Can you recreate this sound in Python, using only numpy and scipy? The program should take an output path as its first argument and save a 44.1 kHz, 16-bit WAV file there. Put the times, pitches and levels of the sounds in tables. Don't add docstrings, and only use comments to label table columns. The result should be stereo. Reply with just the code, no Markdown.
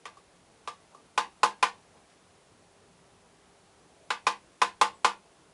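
import sys
import numpy as np
from scipy import signal
from scipy.fft import rfft, irfft
from scipy.io import wavfile
from scipy.ndimage import uniform_filter1d

SR = 44100
rng = np.random.default_rng(int(sys.argv[2]) if len(sys.argv) > 2 else 0)


def voltage_ratio(level):
    return 10 ** (np.asarray(level, float) / 20)


def digitize_waveform(pressure):
    field = np.atleast_2d(pressure).T
    bounded = np.clip(field, -1, 1)
    quanta = np.round(bounded * 32767).astype(np.int16)
    wavfile.write(sys.argv[1], SR, quanta)


N = 243873

# pitch_hz, level_db
BILL_COLOUR = [(200, -81.5), (1100, -1.5), (1480, 2.5), (2150, 2), (2600, 1), (5000, -4), (7000, -8),
               (10000, -14)]
# pitch_hz, level_db
TREBLE_LIMIT = [(10900, 0), (11150, -8), (11400, -30), (12400, -44), (13500, -60), (16500, -90)]


def evened(x):
    return x / np.sqrt(np.mean(x ** 2) + 1e-20)


def read(points, hz):
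    f, value = np.transpose(points)
    return np.interp(np.log(hz + 1), np.log(f + 1), value)


def add(mix, start_s, sound):
    part = mix[round(start_s * SR):][:len(sound)]
    part += sound[:len(part)]


def coloured(x, points):
    length = x.shape[-1]
    gain = voltage_ratio(read(points, np.fft.rfftfreq(length, 1 / SR)))
    return irfft(rfft(x) * gain, length)


def pair(frames, hz, same, lean):
    a, b, c, d = rng.standard_normal((frames, len(hz), 4)).T
    alike = np.clip(read(same, hz), -1, 1)[:, None]
    left = a + 1j * b
    right = alike * left + np.sqrt(1 - alike ** 2) * (c + 1j * d)
    lean_db = read(lean, hz)[:, None] / 2
    return np.array([left * voltage_ratio(lean_db), right * voltage_ratio(-lean_db)])


def garden():
    # pitch_hz, level_db (per Hz)
    wash_colour = [(25, -38), (87, -4.5), (200, -7), (400, -5), (800, -5.5), (1500, -11), (10800, -20.5),
                   (14000, -52)]
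    # pitch_hz, likeness (1 = same)
    wash_same = [(60, 0.96), (140, 0.95), (350, 0.67), (840, 0.43), (2020, 0.035), (4870, 0.057),
                 (11700, 0.46)]
    # pitch_hz, left_minus_right_db
    wash_lean = [(60, 1), (220, -1.2), (840, -0.5), (3130, 0.2), (11700, 0.46)]
    level_db, swell_db, swell_s = -59.5, 0.4, 3
    frames, hz = N // 256 + 5, np.fft.rfftfreq(1024, 1 / SR)
    patches = rng.standard_normal((frames, len(hz))).T
    patches = uniform_filter1d(patches, size=8, axis=0)
    patches = evened(uniform_filter1d(patches, size=16, axis=1))
    patchy_db = 2.2 * np.exp(-hz / 1800)[:, None]
    colour_db = (read(wash_colour, hz) + read(TREBLE_LIMIT, hz))[:, None]
    z = pair(frames, hz, wash_same, wash_lean) * voltage_ratio(colour_db + patchy_db * patches)
    wash = evened(signal.istft(z, nperseg=1024, noverlap=768)[1][:, :N])
    t = np.arange(N) / SR
    return wash * voltage_ratio(level_db + swell_db * np.cos(2 * np.pi * (t - 1.5) / swell_s))


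def hum():
    # pitch_hz, width_hz, level_db
    tones = [(52, 8, -83), (98, 14, -80), (140, 8, -83), (176, 14, -76), (248, 5, -85), (397.5, .4, -76),
             (448, 10, -80), (654, 10, -84), (792, 1.2, -83), (1147, 14, -87)]
    t, out = np.arange(N) / SR, np.zeros(N)
    for hz, width_hz, db in tones:
        r = np.exp(-np.pi * width_hz / SR)
        noise = rng.standard_normal((N, 2)) @ [1, 1j]
        drift = signal.lfilter([1], [1, -2 * r, r ** 2], noise)
        drift = drift / drift.std() + 1 / width_hz
        out += voltage_ratio(db) * evened((drift * np.exp(2j * np.pi * hz * t)).real)
    return out


def far_birds():
    # start_s, length_s, pitch_hz, fall_hz, level_db
    whistles = [
        (4.93, .065, 8100, 650, -65),
        (4.975, .05, 8050, 250, -75),
        (3.07, .3, 2610, 10, -78),
        (2.94, .07, 2770, 10, -77),
    ]
    loudest, bend = .4, .55
    out = np.zeros(N)
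    for start_s, length_s, hz, fall_hz, db in whistles:
        u = np.arange(0, length_s, 1 / SR) / length_s
        pitch = hz - fall_hz / (1 + np.exp((bend - u) / .08))
        swell = np.sin(np.pi * u ** (np.log(.5) / np.log(loudest))) ** 2
        add(out, start_s, voltage_ratio(db) * swell * np.sin(2 * np.pi * np.cumsum(pitch) / SR))
    return out


def scatter():
    # pitch_hz, fade_s
    fade_times = [(150, 0.31), (400, 0.207), (900, .19), (1100, 0.14), (1600, 0.17), (2760, 0.18),
                  (7280, 0.15)]
    # pitch_hz, likeness (1 = same)
    tail_same = [(200, 1), (600, 0.72), (1200, .85), (2500, 0.17), (5000, 0.16), (10000, 0.12)]
    # pitch_hz, left_minus_right_db
    tail_lean = [(300, -13.5), (800, 13), (1200, 16), (2500, -9.7), (4000, 4), (9000, -5)]
    hz, t = np.fft.rfftfreq(128, 1 / SR), np.arange(560) * 32 / SR
    near_walls = voltage_ratio(-8 - 60 * t / 0.018)
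    tail = voltage_ratio(-60 * t / read(fade_times, hz)[:, None])
    z = pair(len(t), hz, tail_same, tail_lean) * np.hypot(near_walls, tail)
    return signal.istft(z, nperseg=128, noverlap=96)[1]


def niche(wood, clicks, still):
    # pitch_hz, left_db, right_db, fade_s (to -60 dB), right_lag_rad
    air_modes = [(202.5, -1, -2, .4, 0.17), (332, -9.5, -8.5, 0.2, 0.55), (480, -7, -7.5, 0.17, 0.42),
                 (707, -7, -8.5, 0.15, 0.72), (793, -32, -27.5, 0.28, .2), (866, -3, -11, 0.17, .3),
                 (922, -9, -11.5, 0.19, 0.48), (1033.3, -11, -13, 0.076, .2), (1185, -9, -10, 0.096, .2)]
    # delay_s, left_gain, right_gain
    echoes = [(.0021, 0.2, 0.35), (.0043, -0.059, -0.24), (.0069, .2, -0.15), (0.016, 0.21, 0.027),
              (0.0188, -0.25, -0.21), (0.03, -0.18, 0.019)]
    shift = .6
    tail = np.sqrt(1 - shift) * still + np.sqrt(shift) * scatter()
    t = np.arange(tail.shape[1]) / SR
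    tail = tail * (1 - np.exp(-t / 0.005)) / np.linalg.norm(tail[0])
    bins = rfft(tail)
    power = abs(bins) ** 2
    lumps = np.sqrt(uniform_filter1d(power, size=10) / uniform_filter1d(power, size=900))
    tail = irfft(bins / lumps, len(t)) * (t < .35)
    box = voltage_ratio(-8) * tail
    for hz, left_db, right_db, fade_s, lag_rad in air_modes:
        swing = np.sin(2 * np.pi * hz * t - np.array([[0], [lag_rad]]))
        box += voltage_ratio(-36.0) * voltage_ratio([[left_db], [right_db]]) * voltage_ratio(-60 * t / fade_s) * swing
    box[:, 0] += voltage_ratio([1.5, 1.5])
    for delay_s, *gains in echoes:
        box[:, round(delay_s * SR)] += gains
    tail[:, 0] += voltage_ratio([-14, -14])
    knock = signal.oaconvolve(wood[None], box, axes=1)
    heard = knock + signal.oaconvolve(clicks[None], tail, axes=1)
    return heard[:, :N]


def rattle(t, fade_s=0.092):
    hiss = evened(coloured(rng.standard_normal((2, len(t))), BILL_COLOUR))
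    return hiss * voltage_ratio(-60 * t / fade_s) * (1 - np.exp(-(t / 0.00094) ** 2))


def tick(t):
    clicks = np.zeros(len(t))
    clicks[40] = 1
    at, size = rng.random((2, 2))
    rebound_s = .001 + .004 * at
    clicks[40 + (rebound_s * SR).astype(int)] = .1 + .25 * size
    return coloured(clicks, BILL_COLOUR)


def ring(modes, t, detune, focus_hz=1000, spread=np.inf):
    out = 0
    for hz, db, fade_s in modes:
        octaves_off = np.log2(hz / focus_hz)
        level_db = db - 8.1 * (octaves_off / spread) ** 2 - 60 * t / fade_s
        out = out + voltage_ratio(level_db) * np.sin(2 * np.pi * hz * detune * t)
    return out


def wooden_parts(t, focus_hz, spread, tick_db):
    # pitch_hz, level_db, fade_s (to -60 dB)
    tray = [(872, -2, 0.038), (937.3, 5.5, 0.028), (1041, 12.5, 0.029)]
    slat = [(1140, -2.2, 0.05), (1176.7, 0.61, 0.034)]
    rail = [(1470, 0, .022)]
    frame = [(304.4, -5.5, 0.022), (492, 5, 0.017), (698.4, 5.5, 0.017)]
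    perch = [(2500, 0, .022), (3280, -3, .016), (3560, -3, .016)]
    a, b, c = 1 + .02 * rng.standard_normal(3)
    spread = max(spread, .03)
    wood = voltage_ratio(-14.5) * ring(tray, t, a, focus_hz, spread)
    wood += voltage_ratio(-10.5) * ring(slat, t, b ** 0.22, focus_hz, spread)
    wood += voltage_ratio(-3) * ring(rail, t, c ** .5, focus_hz, spread)
    wood += voltage_ratio(-20.0) * ring(frame, t, a)
    wood += voltage_ratio(tick_db - 4.0) * ring(perch, t, c)
    return wood * (1 - np.exp(-(t / 0.0026) ** 2))


def pecks():
    # start_s, blow_db, favoured_pitch_hz, spread_octaves, bill_tick_db
    blows = [
        (1.176, -10.5, 1000, 0.5, -11),
        (1.431, -5, 1046, 0.42, -16),
        (1.626, -9, 1016, 0.46, -10),
        (4.103, -15.5, 1170, 0.7, -7.5),
        (4.267, -9, 1079, 0.35, -11),
        (4.616, -8, 1080, 0.36, -11.5),
        (4.812, -5, 1018, 0.45, -13.5),
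        (5.045, -6, 1057, 0.41, -13),
    ]
    nudges = [
        (0.054, -27, 1147, .12, -11),
        (0.169, -38, 1147, 0.05, -26),
        (0.674, -20.5, 1175, 0.17, -16.5),
        (0.946, -36, 1167, 0.085, -31),
    ]
    # start_s, level_db
    faint_ticks = [
        (.64, -64),
        (.172, -61),
        (.36, -66),
        (2.098, -61),
        (2.115, -63),
    ]
    # pitch_hz, level_db
    thin_bass = [(30, -17), (100, -11), (180, -9.5), (300, 1.5)]
    variants = 4
    wood_mix, clicks, seeds = np.zeros((variants, N)), np.zeros((variants, N)), np.zeros((N, 2))
    t = np.arange(4096) / SR
    for k, (start_s, blow_db, focus_hz, spread, tick_db) in enumerate([*blows, *nudges]):
        wood = wooden_parts(t, focus_hz, spread, tick_db)
        tilt = [(2000, 0.017), (16000, -3 * 0.39 * (tick_db + 12.5))]
        click = coloured(tick(t), tilt)
        husks = coloured(rattle(t), tilt)
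        add(wood_mix[k % variants], start_s + 0.000792, voltage_ratio(blow_db + 7) * wood)
        add(clicks[k % variants], start_s + .0008, voltage_ratio(blow_db + tick_db + 28) * click)
        add(seeds, start_s, voltage_ratio(blow_db + tick_db + 1) * husks.T)
    for start_s, db in faint_ticks:
        add(seeds, start_s, voltage_ratio(db) * rattle(t, fade_s=0.17).T)
    return coloured(wood_mix, thin_bass), clicks, seeds.T


def scene():
    wood, clicks, seeds = pecks()
    still = scatter()
    knocks = sum(niche(w, c, still) for w, c in zip(wood, clicks))
    return knocks + seeds + garden() + hum() + far_birds() * voltage_ratio([[1.5], [-1.5]])


def low_pass(x):
    return signal.sosfilt(signal.butter(12, 12320, fs=SR, output="sos"), x)


def record(dry):
    x = coloured(dry, TREBLE_LIMIT)
    x = x - 0.0018 * x ** 3
    return low_pass(x)


dry = scene()
out = record(dry)
digitize_waveform(out)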